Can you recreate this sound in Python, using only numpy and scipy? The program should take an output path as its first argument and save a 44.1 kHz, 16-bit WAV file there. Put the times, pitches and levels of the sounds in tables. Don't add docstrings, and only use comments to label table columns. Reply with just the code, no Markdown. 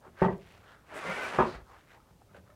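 import sys
import numpy as np
from scipy import signal
from scipy.fft import rfft, irfft
from scipy.io import wavfile
from scipy.ndimage import uniform_filter1d

SR = 44100
rng = np.random.default_rng(int(sys.argv[2]) if len(sys.argv) > 2 else 0)


def gain_from_db(level_db):
    decades = np.asarray(level_db, float) / 20
    return 10 ** decades


def generate_wav(sig):
    pcm = np.round(np.clip(np.atleast_2d(sig).T, -1, 1) * 32767).astype(np.int16)
    wavfile.write(sys.argv[1], SR, pcm)


N = 112454


def evened(x):
    return x / np.sqrt(np.mean(x ** 2) + 1e-20)


def read(points, hz):
    f, value = np.transpose(points)
    return np.interp(np.log(hz + 1), np.log(f + 1), value)


def add(mix, start_s, sound):
    part = mix[round(start_s * SR):][:len(sound)]
    part += sound[:len(part)]


def resonate(x, hz, width_hz):
    radius = np.exp(-np.pi * width_hz / SR)
    poles = [1, -2 * radius * np.cos(2 * np.pi * hz / SR), radius ** 2]
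    return evened(signal.lfilter([1, -1], poles, x))


def colour(x, points):
    gain = gain_from_db(read(points, np.fft.rfftfreq(len(x), 1 / SR)))
    return evened(irfft(rfft(x) * gain, len(x)))


def filtered(x, order, hz, kind="low"):
    return signal.sosfilt(signal.butter(order, hz, kind, fs=SR, output="sos"), x)


def slow(seconds):
    span = max(int(seconds * SR), 2)
    once = uniform_filter1d(rng.standard_normal(N), span)
    return evened(uniform_filter1d(once, span))


def grit(slips_per_s=9000):
    slips = rng.random(N) < slips_per_s / SR
    return evened(slips * rng.standard_normal(N))


def ring(hz, db, t60, rise_s=0.0012):
    t = np.arange(SR // 2) / SR
    return gain_from_db(db - 60 * t / t60) * np.sin(2 * np.pi * hz * t) * (1 - np.exp(-t / rise_s))


def crack():
    t = np.arange(SR // 2) / SR
    snap = gain_from_db(-7 - 60 * t / 0.02)
    frame = gain_from_db(-5 - 60 * t / 0.13) * np.minimum(t / 0.007, 1)
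    return (snap + frame) * rng.standard_normal(len(t))


def knock(modes, blows):
    out = np.zeros(N)
    for k, (s, db, contact_s) in enumerate(blows):
        bounce = k > 0
        shifts = 0.03 * bounce * rng.standard_normal(len(modes))
        levels_db = 3 * bounce * rng.standard_normal(len(modes))
        body = np.zeros(SR // 2)
        for j, (hz, mode_db, t60) in enumerate(modes):
            sign = -1 if hz > 500 and j % 2 else 1
            body += sign * gain_from_db(levels_db[j]) * ring(hz * (1 + shifts[j]), mode_db, t60)
        push = np.hanning(max(int(contact_s * SR), 3))
        add(out, s, -gain_from_db(db) * signal.fftconvolve(body + crack(), push / push.sum()))
    return out


# (frequency [Hz], level [dB], t60 [s])
DROPPED_MODES = [(62, -34, 0.093), (115, -23, 0.11), (185, 8.5, 0.057), (375.8, 5.5, 0.082),
                 (400, 2.5, 0.086), (456, 4.5, 0.055), (518, 5.5, 0.032), (687, 8, 0.039), (770, -3, 0.16),
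                 (890, 12.5, 0.038), (1000, 4, 0.06), (1140, 21.5, 0.015), (1560, 7.5, 0.048),
                 (1896, 18.5, 0.019)]
# (time [s], level [dB], contact [s])
DROPPED_BLOWS = [
    (0.2175, -21.5, 0.0015),
    (0.2216, -40, 0.00032),
    (.236, -37, 0.00088),
    (0.2456, -36.5, 0.00068),
    (.261, -31.5, 0.0013),
    (.282, -36.5, 0.00082),
    (0.309, -52, 0.0011),
    (0.345, -62, 0.0012),
]


def dropped_plank():
    return knock(DROPPED_MODES, DROPPED_BLOWS)


# (frequency [Hz], level [dB], t60 [s])
PUSHED_MODES = [(120, -18.5, 0.11), (185, -8.5, 0.06), (246, -2, 0.042), (378, 2, 0.046),
                (450, -5.5, 0.037), (537, -1, 0.04), (630, -0.5, 0.031), (770, -3, 0.026), (893, 3, 0.038),
                (1012, 1, 0.039), (1135, 6.5, 0.029), (1217, 6.5, 0.031), (1420, 2, 0.016),
                (1684, 0, 0.018)]
# (time [s], level [dB], contact [s])
PUSHED_BLOWS = [
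    (1.3841, -25.5, 0.00045),
    (1.3856, -21, 0.00056),
    (1.3917, -23.5, 0.00044),
    (1.3999, -21.5, 0.00071),
    (1.4047, -26, 0.0005),
    (1.4217, -29.5, 0.001),
    (1.444, -36, 0.00082),
    (1.462, -45, 0.00063),
]


def pushed_plank():
    return knock(PUSHED_MODES, PUSHED_BLOWS)


def passing(slips, hz, width_hz, db, at_s, spread_s=0.03):
    t = np.arange(N) / SR
    swell = np.exp(-0.5 * ((t - at_s) / spread_s) ** 2)
    return gain_from_db(db) * swell * resonate(resonate(slips, hz, width_hz), hz, 4 * width_hz)


# (time [s], pressure level into the body [dB], speed level of the hiss [dB])
DRAG_COURSE = [(.86, -71.5, -61), (.912, -50, -52.5), (0.974, -40.5, -41.5), (1.012, -44.5, -40.5),
               (1.07, -40, -37.5), (1.13, -37.5, -36), (1.16, -41, -35), (1.2, -39, -38.5),
               (1.24, -38, -35), (1.29, -41.5, -35.5), (1.335, -40.5, -41.5), (1.35, -36.5, -37),
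               (1.376, -40.5, -40.5), (1.417, -35.5, -42.5), (1.5, -52.5, -47), (1.535, -47.5, -51),
               (1.555, -48, -49), (1.6, -54, -69)]
# (frequency [Hz], width [Hz], level [dB], time when loudest [s])
DRAG_MODES = [(171, 43, -1, 1.1), (608, 35, -1.5, 0.958), (1094, 49, -1, 1.016), (936, 60, -2, 1.08),
              (2057, 39, -1.5, 1.093), (408, 43, -5, 1.12), (1390, 31, 0.5, 1.118), (1783, 46, 0, 1.135),
              (2255, 32, -2, 1.13), (530, 97, -2, 1.1), (1475, 50, -7, 1.19), (1495, 46, -3, 1.25),
              (172, 28, 5, 0.79), (2312, 60, -3, 1.265), (2010, 70, -5, 1.21), (1152, 50, -9, 1.34),
              (169, 50, -4, 1.4)]
# (frequency [Hz], level per Hz [dB])
DRAG_SPECTRUM = [(140, -15), (400, -3), (1440, -4.5), (2400, -13), (4000, -25), (10300, -34.5),
                 (11500, -42.5), (15700, -48.5)]
# (frequency [Hz], width [Hz], level [dB], time [s], spread [s])
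SPLINTERS = [
    (8100, 1800, -57, 0.972, 0.018),
    (4130, 780, -57, 1.5, 0.049),
    (13000, 5000, -62.5, 1.1, .006),
    (12000, 5000, -65, 1.235, .025),
    (13500, 3000, -72.5, 1.14, .015),
]


def drag():
    s, press_db, speed_db = np.transpose(DRAG_COURSE)
    t, slips = np.arange(N) / SR, grit()
    wide = colour(slips, DRAG_SPECTRUM)
    modes = sum(passing(slips, *mode) for mode in DRAG_MODES)
    body = filtered(wide, 2, 2800) + gain_from_db(-4.5) * modes
    hiss = filtered(wide, 2, 2800, "high")
    pressure = gain_from_db(np.interp(t, s, press_db) + 0.26 * slow(0.0085))
    speed = gain_from_db(np.interp(t, s, speed_db) + 0.21 * slow(0.024))
    moving = (t > s[0]) * np.clip((s[-1] + 0.067 - t) / 0.11, 0, 1)
    catches = sum(passing(slips[::-1], *catch) for catch in SPLINTERS)
    return (body * pressure - hiss * speed) * moving + catches


# (start [s], length [s], level [dB], centre [Hz], width [Hz])
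STROKES = [(.0, 0.042, -64.5, 450, 500), (0.017, 0.1, -60.5, 685, 750), (0.157, 0.063, -56, 1440, 890),
           (0.183, 0.093, -44.5, 1570, 766), (0.227, 0.062, -54, 2340, 800),
           (0.249, .13, -62.5, 1970, 1190), (0.406, 0.03, -72, 2040, 1530), (0.417, 0.38, -73.5, 544, 437),
           (0.319, 0.39, -65, 1850, 1740), (0.594, 0.25, -62, 1340, 820), (0.636, 0.14, -68.5, 2730, 905),
           (0.8, 0.11, -73, 900, 900), (0.101, 0.089, -70.5, 900, 905), (2.397, 0.14, -80, 1200, 1200),
           (1.638, 0.12, -73, 2720, 3000), (1.64, 0.17, -61, 910, 600), (1.664, 0.24, -68, 1470, 1460),
           (1.853, 0.14, -62.5, 1630, 1300), (1.915, 0.1, -66, 830, 306), (1.956, 0.23, -74, 730, 600),
           (2.1, 0.023, -78, 1000, 854), (2.193, 0.049, -67.5, 770, 120), (2.296, 0.041, -68, 890, 600),
           (2.328, 0.092, -62, 347, 403), (2.326, 0.078, -66.5, 1670, 1380),
           (2.454, 0.042, -70.5, 1150, 497), (2.5, 0.058, -71, 630, 120)]
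# (frequency [Hz], level per Hz [dB])
STROKE_SPECTRUM = [(150, -34.5), (400, 3.5), (1400, 3.5), (4000, -29.5), (8000, -31), (11000, -54),
                   (15700, -75.5)]


def rubs():
    out, slips = np.zeros(N), grit() * gain_from_db(2.0 * slow(0.0017))
    hiss = colour(slips, STROKE_SPECTRUM)
    for s, length_s, db, hz, width_hz in STROKES:
        at = slice(round(s * SR), round((s + length_s) * SR))
        tone = resonate(resonate(slips[at], hz, width_hz), hz, 2 * width_hz) + hiss[at]
        swell = np.sin(np.pi * np.arange(len(tone)) / (length_s * SR)) ** 1.5
        out[at] += gain_from_db(db) * tone * swell
    return out


# (time [s], level [dB], ring [Hz], t60 [s])
TOUCHES = [(0.053, -38, 535, 0.016), (0.065, -43, 365, 0.04), (0.081, -36.5, 240, 0.012),
           (1.55, -43, 55.6, 0.16), (1.5, -48, 96, 0.14), (1.61, -53, 160, 0.054),
           (2.001, -48, 1280, 0.018), (2.11, -48.5, 170, 0.041), (2.153, -69, 120, 0.099),
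           (2.227, -64.5, 120, 0.035), (2.31, -54.5, 200, 0.085), (2.293, -55, 1300, 0.022),
           (2.348, -36.5, 540, 0.019), (2.346, -36.5, 1510, 0.011), (2.365, -52, 430, 0.015),
           (2.379, -51.5, 188, 0.12), (2.494, -50.5, 600, 0.041), (2.501, -52.5, 1290, 0.042),
           (2.5, -53, 1770, 0.024), (2.518, -58.5, 607, .12)]


def taps():
    out = np.zeros(N)
    for s, db, hz, t60 in TOUCHES:
        add(out, s, ring(hz, db, t60) + ring(hz * 1.7, db - 7, t60 * 0.5))
    return out


# (time [s], level [dB], centre [Hz], width [Hz])
FIBRE_TICKS = [(.005, -69, 5000, 4000), (2.003, -69, 1206, 1200), (2.11, -69, 700, 1000),
               (.369, -67, 6000, 6000), (.38, -63, 4500, 4000), (.411, -69, 4000, 3500),
               (.465, -65, 7800, 2500), (.488, -67, 6000, 4000), (.522, -61, 7500, 3000),
               (.578, -63, 5980, 1490), (2.347, -66.5, 3500, 3000), (2.368, -61.5, 4300, 1500),
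               (2.502, -64, 3500, 3000)]


def ticks():
    out, t = np.zeros(N), np.arange(2000) / SR
    for s, db, hz, width_hz in FIBRE_TICKS:
        puff = resonate(rng.standard_normal(len(t)), hz, width_hz)
        add(out, s, gain_from_db(db - 60 * t / 0.015) * puff)
    return out


# (frequency [Hz], t60 [s])
HUT_DECAY = [(60, 0.54), (200, 0.29), (500, 0.31), (1000, 0.22), (2000, 0.21), (5000, 0.58)]


def hut(x):
    echoes = np.zeros(SR)
    at = np.arange(200, SR - 20, 20)
    echoes[at + rng.integers(0, 20, len(at))] = rng.choice([-1., 1.], len(at))
    hz, t, z = signal.stft(echoes, SR, nperseg=256)
    decay = gain_from_db(-60 * t / read(HUT_DECAY, hz)[:, None])
    tail = signal.istft(z * decay, SR, nperseg=256)[1]
    return signal.fftconvolve(x, tail / np.linalg.norm(tail))[:N]


# (frequency [Hz], level per Hz [dB])
AIR_SPECTRUM = [(20, -4), (60, -2.5), (100, 0), (170, -11.5), (600, -18), (1700, -30), (5000, -34),
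                (15700, -40)]


def air():
    noise = colour(rng.standard_normal(N), AIR_SPECTRUM)
    low = filtered(noise, 2, 250)
    return gain_from_db(-62) * (low * gain_from_db(1.0 + slow(0.036)) + (noise - low) * gain_from_db(2.0))


def scene():
    hits = dropped_plank() + pushed_plank() + taps()
    friction = drag() + rubs() + ticks()
    return (hits + gain_from_db(1.5) * hut(hits) + friction + air())[None]


def top_cut(x):
    return signal.sosfilt(signal.butter(12, 15810, fs=SR, output="sos"), x)


def record(dry):
    mix = filtered(dry, 2, 45, "high")
    return top_cut(mix)


dry = scene()
out = record(dry)
generate_wav(out)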